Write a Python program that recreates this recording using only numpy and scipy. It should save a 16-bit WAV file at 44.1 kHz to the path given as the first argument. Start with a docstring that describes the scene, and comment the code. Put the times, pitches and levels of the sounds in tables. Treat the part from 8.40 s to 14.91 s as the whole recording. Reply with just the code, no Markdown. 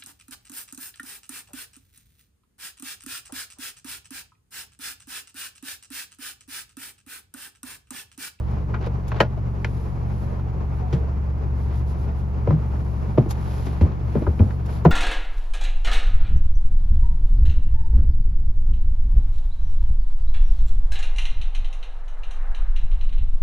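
"""In a camper van with its engine idling, a bench seat is folded by hand.
The engine is a stack of hums over throbbing noise; clothes and upholstery are shaped hiss.
Dragged wood groans as noise around one pitch, and cushions land as short, low floor swings.
The slatted wooden frame clacks: each blow is a sum of short rings plus a rattling noise burst.
The small padded cabin swallows every ring quickly."""
import sys
import numpy as np
from scipy import signal
from scipy.fft import rfft, irfft
from scipy.io import wavfile

SR = 44100
rng = np.random.default_rng(int(sys.argv[2]) if len(sys.argv) > 2 else 0)


def unload_wav(signal):
    """Save mono or channel-first audio to the path in sys.argv[1] as 16-bit WAV at rate SR, clipped to [-1, 1]."""
    wavfile.write(
        sys.argv[1],
        SR,
        np.round(np.clip(np.atleast_2d(signal).T, -1, 1) * 32767).astype(np.int16),
    )


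N = 287091


def amp(db):
    """Turns decibels into a gain."""
    return 10 ** (np.asarray(db) / 20)


def unit(x):
    """Scales a sound to an rms of 1."""
    return x / np.sqrt(np.mean(x ** 2) + 1e-20)


def read(points, hz, axis=1):
    """Reads a table column between its rows, along a log-frequency axis."""
    table = np.array(points)
    return np.interp(np.log(hz + 1), np.log(table[:, 0] + 1), table[:, axis])


def curve(rows, axis=1):
    """Reads a column of a table of times at every sample."""
    table = np.array(rows)
    return np.interp(np.arange(N) / SR, table[:, 0], table[:, axis])


def add(mix, s, sound):
    """Mixes a stereo sound in at time s."""
    start = max(round(s * SR), 0)
    part = mix[:, start:][:, :sound.shape[1]]
    part += sound[:, :part.shape[1]]


def wander(rate, size=N):
    """Slow random motion of rms 1; rate (Hz) sets how fast it may move."""
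    hz = np.fft.rfftfreq(size, 1 / SR)
    slow = rfft(rng.standard_normal(size)) * np.exp(-(hz / rate) ** 2)
    return unit(irfft(slow, size))


# How alike the two microphone ports hear a sound from all around:
# f/Hz, left-right likeness (0 to 1), phase by which left leads/rad
PORTS = [(52, 0.81, 2.5), (124, 0.83, -0.73), (244, 0.55, 0), (506, 0.94, -1.5), (835, 0.15, -1.5),
         (1440, 0.2, -3), (2170, 0.65, -0.7), (5830, 0.33, 1.07), (7500, 0.34, -12.5), (11300, 1, -5)]


def noise(spectrum, size=N, direct=0):
    """Coloured stereo noise of rms 1; sound that comes directly reaches both ports alike."""
    hz = np.fft.rfftfreq(size, 1 / SR)
    left, other = rfft(rng.standard_normal((2, size)))
    same = np.clip(direct + (1 - direct) * read(PORTS, hz), 0, 1)
    lag = (1 - direct) * read(PORTS, hz, axis=2)
    right = (same * left + np.sqrt(1 - same ** 2) * other) * np.exp(-1j * lag)
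    return unit(irfft(np.array([left, right]) * amp(read(spectrum, hz)), size))


# Idling speed and the cabin boom on the third order: t/s, firing rate f/Hz, level/dB
IDLE = [(0, 23.18, -26.5), (.5, 23.44, -29.5), (1.0, 23.45, -30), (1.8, 23.5, -29.5), (2.4, 23.41, -25.5),
        (3.2, 23.21, -24), (4.2, 23.34, -25.5), (4.9, 23.31, -27), (6.51, 23.61, -27.5)]
# Steady engine orders: multiple of the firing rate, level/dB
ORDERS = [(1, -42), (2, -34.5), (4, -38.5), (6, -39), (7, -40), (8, -49), (9, -46.5), (10, -53.5),
          (11, -67.5), (13, -56), (14, -56)]
# Colour of the engine noise through the body: f/Hz, relative level per Hz/dB
DRONE = [(120, -7), (200, 5), (270, -4.5), (400, -1.5), (600, -7), (900, -7), (1300, -14), (1800, -21.5),
         (2500, -27), (3500, -37), (5000, -37), (6500, -41), (11000, -57.5), (14500, -57.5)]
# Colour of the body's low shudder: f/Hz, relative level per Hz/dB
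SHUDDER = [(25, -20), (45, -1.5), (62, 6.5), (85, 2.5), (125, 8), (180, -9.5), (260, -10.5), (450, -54.5)]


def engine(unsteady=0.074, dispersion=1.72, port_lag_s=0.00047, clatter=0.046,
           drone_db=-38, shudder_db=-33, fifth_db=-32.5, fifth_trade=0.7):
    """Multiples of the firing rate boom in the cabin; mechanical noise throbs with each firing."""
    turn = 2 * np.pi * np.cumsum(curve(IDLE)) / SR
    # the left port lags
    ports = turn - 2 * np.pi * IDLE[0][1] * np.array([[port_lag_s], [0]])
    boom_db = curve(IDLE, axis=2)
    # the fifth order sinks as the boom swells
    moving_fifth_db = fifth_db - fifth_trade * (boom_db - boom_db.mean())
    hum = np.zeros((2, N))
    for order, db in [(3, boom_db), (5, moving_fifth_db), *ORDERS]:
        level = np.sqrt(2) * amp(db) * (1 + unsteady * wander(11))
        # the body delays high orders more, which smears each firing into a hum
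        hum += level * np.cos(order * ports - dispersion * order ** 2)
    throb = (1 + clatter * np.cos(turn)) * amp(1.6 * wander(18))
    drone = amp(drone_db) * noise(DRONE) * throb
    return hum + drone + amp(shudder_db) * noise(SHUDDER)


def strokes(rows):
    """Each movement gathers speed and slows again, so its friction swells in a bell."""
    t = np.arange(N) / SR
    power = sum(amp(db) ** 2 * np.exp(-2 * (2 * (t - s) / length) ** 2) for s, db, length in rows)
    return np.sqrt(power)


def fibre_grain():
    """Fibres catch and slip, so the level of every cloth sound flickers finely."""
    return amp(1.2 * wander(250))


# Sleeves brushing as the arms move: t/s (middle of the stroke), relative level/dB, length/s
SLEEVES = [(.12, -75, 0.21), (1.38, -65.5, 0.38), (1.8, -65.5, 0.29), (2.37, -70, .12), (2.55, -68, .11),
           (3.24, -66.5, .15), (3.37, -62.5, 0.085), (3.5, -61.5, 0.074), (3.62, -64.5, 0.11),
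           (3.79, -67, 0.074), (4.55, -68.5, 1.0), (5.17, -58, 0.42), (5.77, -64.5, 0.25), (6.03, -66, 0.4),
           (6.34, -58, 0.13)]
# Colour of clothes brushing: f/Hz, relative level per Hz/dB
CLOTH = [(1000, -8.5), (2500, 0), (5000, 1), (7000, -4), (11000, -2.5), (13000, -9), (15000, -24.5)]


def sleeves(gain_db=4.0):
    """Fine clothing fibres catch and slip against each other as a soft hiss."""
    return amp(gain_db) * noise(CLOTH) * strokes(SLEEVES)


# Upholstery sliding over wood at each push: t/s (middle of the push), relative level/dB, length/s
PUSHES = [(.12, -51, 0.21), (.45, -38, 0.064), (.77, -40.5, 0.17), (2.54, -47, 0.11), (3.33, -49.5, 0.17),
          (4.15, -56, .2), (5.18, -46.5, 0.75), (5.78, -49, 0.27), (6.34, -47.5, 0.23)]
# Colour of upholstery on wood: f/Hz, relative level per Hz/dB
RUB = [(150, -14), (400, 14), (1000, 15), (2300, 0), (4500, -7.5), (7000, -21), (14000, -40)]


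def upholstery(gain_db=1.5, catch_db=2.5, catches_hz=110):
    """Coarse seat fabric catches and slips on wood, which makes a jerkier, darker rub."""
    jerks = amp(gain_db + catch_db * wander(catches_hz))
    return noise(RUB) * jerks * strokes(PUSHES)


# Quick scuffs where cloth snags and lets go: t/s, relative level/dB, fall time/s
SCUFFS = [(.11, -55, 0.0083), (.466, -49, .0055), (.682, -43, 0.015), (.808, -34, 0.009),
          (3.722, -62, 0.0052), (4.895, -44, 0.016), (4.91, -29.5, 0.0082), (5.262, -46, 0.0088),
          (5.418, -48, 0.019), (6.262, -48, .011), (6.452, -39.5, .005)]
# Colour of a scuff: f/Hz, relative level per Hz/dB
SCUFF_COLOUR = [(150, -23), (500, 13.5), (1300, 7.5), (2000, -3), (3500, -2.5), (6500, -1), (10500, -5.5),
                (13000, -9), (15500, -14)]


def scuffs(rise_s=0.0039):
    """Snagged cloth lets go: noise rises quickly to a sharp peak and falls away."""
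    t = np.arange(N) / SR
    snags = np.zeros(N)
    for s, db, fall in SCUFFS:
        snags += amp(db) * np.exp(-np.maximum((s - t) / rise_s, (t - s) / fall))
    return noise(SCUFF_COLOUR) * snags


def drag(db, length, hz, skirt_db=-24):
    """Wood dragged on wood groans as noise in one narrow resonance."""
    size = round(length * SR)
    resonance = [(hz / 4, 2 * skirt_db), (hz / 1.1, skirt_db), (hz, 0), (hz * 1.08, skirt_db),
                 (hz * 4, 2 * skirt_db), (SR / 2, 4 * skirt_db)]
    swell = np.sin(np.pi * np.arange(size) / size)
    return amp(db) * noise(resonance, size=size) * swell


# The frame dragging on its runners: t/s, level/dB, length/s, resonance f/Hz
DRAGS = [(2.406, -39, 0.09, 740), (2.5, -40, 0.2, 462), (5.24, -39, 0.1, 266)]


def drags(mix):
    """Adds each groan of the frame as it is dragged along its runners."""
    for s, db, length, hz in DRAGS:
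        add(mix, s, drag(db, length, hz))


# Colour of the cushions settling: f/Hz, relative level per Hz/dB
SETTLE = [(40, -14), (90, -8.5), (180, 11.5), (330, -1.5), (600, -10), (1200, -20), (2500, -39),
          (6000, -51)]


def thump(db, hz, swell, linger=0.013, linger_s=0.045, settle_db=-13, settle_s=0.045):
    """The floor panel swells under the weight and swings a few times while the cushions settle."""
    t = np.arange(SR // 3) / SR
    onset = 1 - np.exp(-t / swell)
    push = (t / swell / 2) ** 2 * np.exp(2 - t / swell)
    shape = push + linger * onset * np.exp(-t / linger_s)
    panel = shape * np.sin(2 * np.pi * hz * t + np.array([[.2], [0]]))
    settling = noise(SETTLE, size=len(t), direct=0.59) * onset * np.exp(-t / settle_s)
    return amp(db) * (panel + amp(settle_db) * settling)


# Weight landing on the floor: t/s, level/dB, f/Hz, swell time/s (the peak comes at twice this)
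THUMPS = [(2.531, -12, 133, 0.0061), (4.08, -10.5, 107, 0.0066), (4.106, -10, 153.3, 0.013),
          (4.784, -7.5, 131, 0.0056), (5.415, -6, 83, 0.0096), (5.755, -13, 135, 0.0065),
          (5.872, -12, 81, 0.0082), (6.0, -5, 91.6, 0.0094), (6.456, -2.5, 160.7, 0.0067),
          (6.46, -14.5, 71, 0.019)]


def thumps(mix):
    """Adds each dull knock of weight landing on the floor panel."""
    for s, db, hz, swell in THUMPS:
        add(mix, s, thump(db, hz, swell))


def blow_colour(hz, panel_hz, dullness, bass_loss=7.5, frame_follows_db=-10,
                panel_db=3.5, panel_octaves=0.27):
    """A blow is strongest near its panel's pitch; a padded contact loses treble faster (result in dB)."""
    octaves = np.log2(hz / panel_hz)
    # a panel radiates less bass (dB per octave), down to where the whole frame follows the blow
    below = np.maximum(bass_loss * octaves, frame_follows_db)
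    slope = np.where(octaves < 0, below, -dullness * octaves)
    return slope + panel_db * np.exp(-(octaves / panel_octaves) ** 2)


def disperse(x, lag_cycles):
    """Bending waves run slower at low pitch, so low frequencies arrive later than high ones."""
    hz = np.fft.rfftfreq(x.shape[1], 1 / SR)
    turned = rfft(x) * np.exp(-2j * np.pi * lag_cycles * np.log(hz + 100))
    return irfft(turned, x.shape[1])


# Ringing modes of the wooden frame: f/Hz (before a small random detuning), relative level/dB,
# time to fall by 60 dB/s (before the contact's damping)
FRAME = [(161.8, -2, 0.39), (217, 4.5, 0.16), (305.5, 2, .12), (364, 5.5, 0.091), (466.6, 3.5, 0.12),
         (575, 0, 0.11), (625, 0.5, 0.11), (722, -3.5, 0.083), (864, -1.5, 0.1), (1002, -0.5, 0.09),
         (1270, -5, 0.017), (1434, 0.5, 0.084), (1612, -6, .06), (1730, -4.5, .045), (1880, -11, 0.045),
         (2055, -2.5, 0.072), (2270, -4, 0.043), (2433, -2.5, .07), (2680, -7.5, 0.095),
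         (3060, -7.5, 0.088)]


def frame_ring(t, panel_hz, fall, dullness, build_cycles=0.64, spread=0.3, detune=.01, free_fall_s=0.0094):
    """A struck frame rings in many short modes at once."""
    ring = np.zeros((2, len(t)))
    for k, (hz, db, t60) in enumerate(FRAME):
        # a firm, short contact also damps the ring
        damped_t60 = t60 * np.sqrt(fall / free_fall_s)
        # low modes take longer to build up, so each knock falls in pitch
        build = 1 - np.exp(-(t * hz / build_cycles) ** 2)
        decay = amp(db + blow_colour(hz, panel_hz, dullness) - 60 * t / damped_t60)
        angle = spread * hz / 1000 * rng.standard_normal((2, 1))
        pitch = hz * (1 + detune * rng.uniform(-1, 1))
        ring += (-1) ** k * build * decay * np.sin(2 * np.pi * pitch * t + angle)
    return ring


# Colour of the rattling burst among slats and walls: f/Hz, relative level per Hz/dB
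SCATTER = [(100, -9.5), (300, -3.5), (650, -3.5), (1800, -8.5), (4600, -7), (7000, -9.5), (13000, -19)]


def rattling_burst(t, panel_hz, fall, dullness, rise_share=0.28, tail_db=-21, tail_fall_s=0.019,
                   rattle_db=3.0, peak_db=4.5, peak_width=.025):
    """Loose slats and close walls scatter a blow into a short burst of rattling noise."""
    bands = np.geomspace(50, 16000, 600)
    # the chatter stands out at the frame's modes; the width is a share of each pitch
    near_mode = np.max([np.exp(-((bands / hz - 1) / peak_width) ** 2) for hz, db, t60 in FRAME], axis=0)
    colour_db = read(SCATTER, bands) + blow_colour(bands, panel_hz, dullness) + peak_db * near_mode
    spectrum = np.column_stack([bands, colour_db])
    rise = 1 - np.exp(-(t / (rise_share * fall)) ** 2)
    burst = rise * (np.exp(-t / fall) + amp(tail_db) * np.exp(-t / tail_fall_s))
    # chattering contacts shift the energy of the blow in time without adding to it
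    rattle = amp(rattle_db * wander(670, size=len(t)))
    chatter = unit(noise(spectrum, size=len(t), direct=0.55) * burst * rattle)
    return chatter * np.sqrt(np.mean(burst ** 2))


def knock(db, panel_hz, fall, dullness, ring_db=-6.0, scatter_db=2, lag_cycles=0.8014):
    """One blow makes the frame ring and its slats rattle; both travel as bending waves."""
    t = np.arange(8192) / SR
    ring = amp(ring_db) * frame_ring(t, panel_hz, fall, dullness)
    scatter = amp(scatter_db) * rattling_burst(t, panel_hz, fall, dullness)
    return amp(db) * disperse(ring + scatter, lag_cycles)


# Blows on the frame: t/s, relative level/dB, f/Hz of the struck panel, burst decay time/s,
# dullness (treble loss above that pitch)/dB per octave
KNOCKS = [(.339, -28.5, 1380, 0.013, 15.5), (.409, -36, 418, .008, 7), (.464, -29, 475, 0.0083, 8),
          (.716, -25.5, 1000, 0.0067, 11.5), (.764, -46, 1890, 0.025, 21), (.802, -9.5, 1560, 0.0072, 11),
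          (.803, -8, 644, 0.0081, 14), (.972, -36, 594, .006, 11), (1.245, -21, 1900, .0035, 10),
          (1.993, -42, 1000, 0.0084, 12), (2.525, -30.5, 360, 0.013, 4.5), (4.071, -21, 505, 0.0082, 13.5),
          (4.101, -21.5, 310, 0.012, 10.5), (4.104, -30.5, 1070, 0.011, 19),
          (4.773, -19.5, 534, 0.0051, 12.5), (4.776, -11, 327, 0.0077, 12.5),
          (4.859, -24.5, 367, 0.005, 17), (5.263, -29, 215, 0.015, 6), (5.408, -39, 2000, 0.009, 7.5),
          (5.41, -13.5, 225, 0.0071, 13.5), (5.751, -19, 441.8, 0.0042, 11.5),
          (5.756, -17.5, 234, 0.012, 14), (5.815, -25.5, 304, 0.016, 11), (5.865, -25, 1250, 0.0045, 25),
          (5.868, -23, 400, 0.0096, 17), (5.991, -36.5, 2250, 0.0045, 18), (5.996, -15.5, 225, 0.012, 13.5),
          (6.105, -40.5, 1800, .006, 12), (6.45, -7.5, 763, 0.0069, 14), (6.456, -13, 430, .01, 16)]


def knocks(mix):
    """Adds each clack of the slatted frame as it is struck."""
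    for s, db, panel_hz, fall, dullness in KNOCKS:
        add(mix, s, knock(db, panel_hz, fall, dullness))


def scene():
    """The folding seat and the cloth over the idling engine."""
    mix = engine() + (sleeves() + upholstery() + scuffs()) * fibre_grain()
    drags(mix)
    thumps(mix)
    knocks(mix)
    return mix


def record(dry, notch_db=-16, notch_hz=8300, notch_width_hz=600, left_db=0.37, edge_hz=13900):
    """The microphone ports cancel a narrow treble band; peaks round off; then the top is cut."""
    hz = np.fft.rfftfreq(N, 1 / SR)
    port = amp(notch_db * np.exp(-((hz - notch_hz) / notch_width_hz) ** 2))
    # left is slightly louder, right slightly softer
    heard = irfft(rfft(dry) * port, N) * amp([[left_db], [-left_db]])
    rounded = heard / (1 + heard ** 6) ** (1 / 6)
    lowpass = signal.firwin(255, edge_hz, window=("kaiser", 8), fs=SR)
    return signal.oaconvolve(rounded, lowpass[None], "same")


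dry = scene()
out = record(dry)
unload_wav(out)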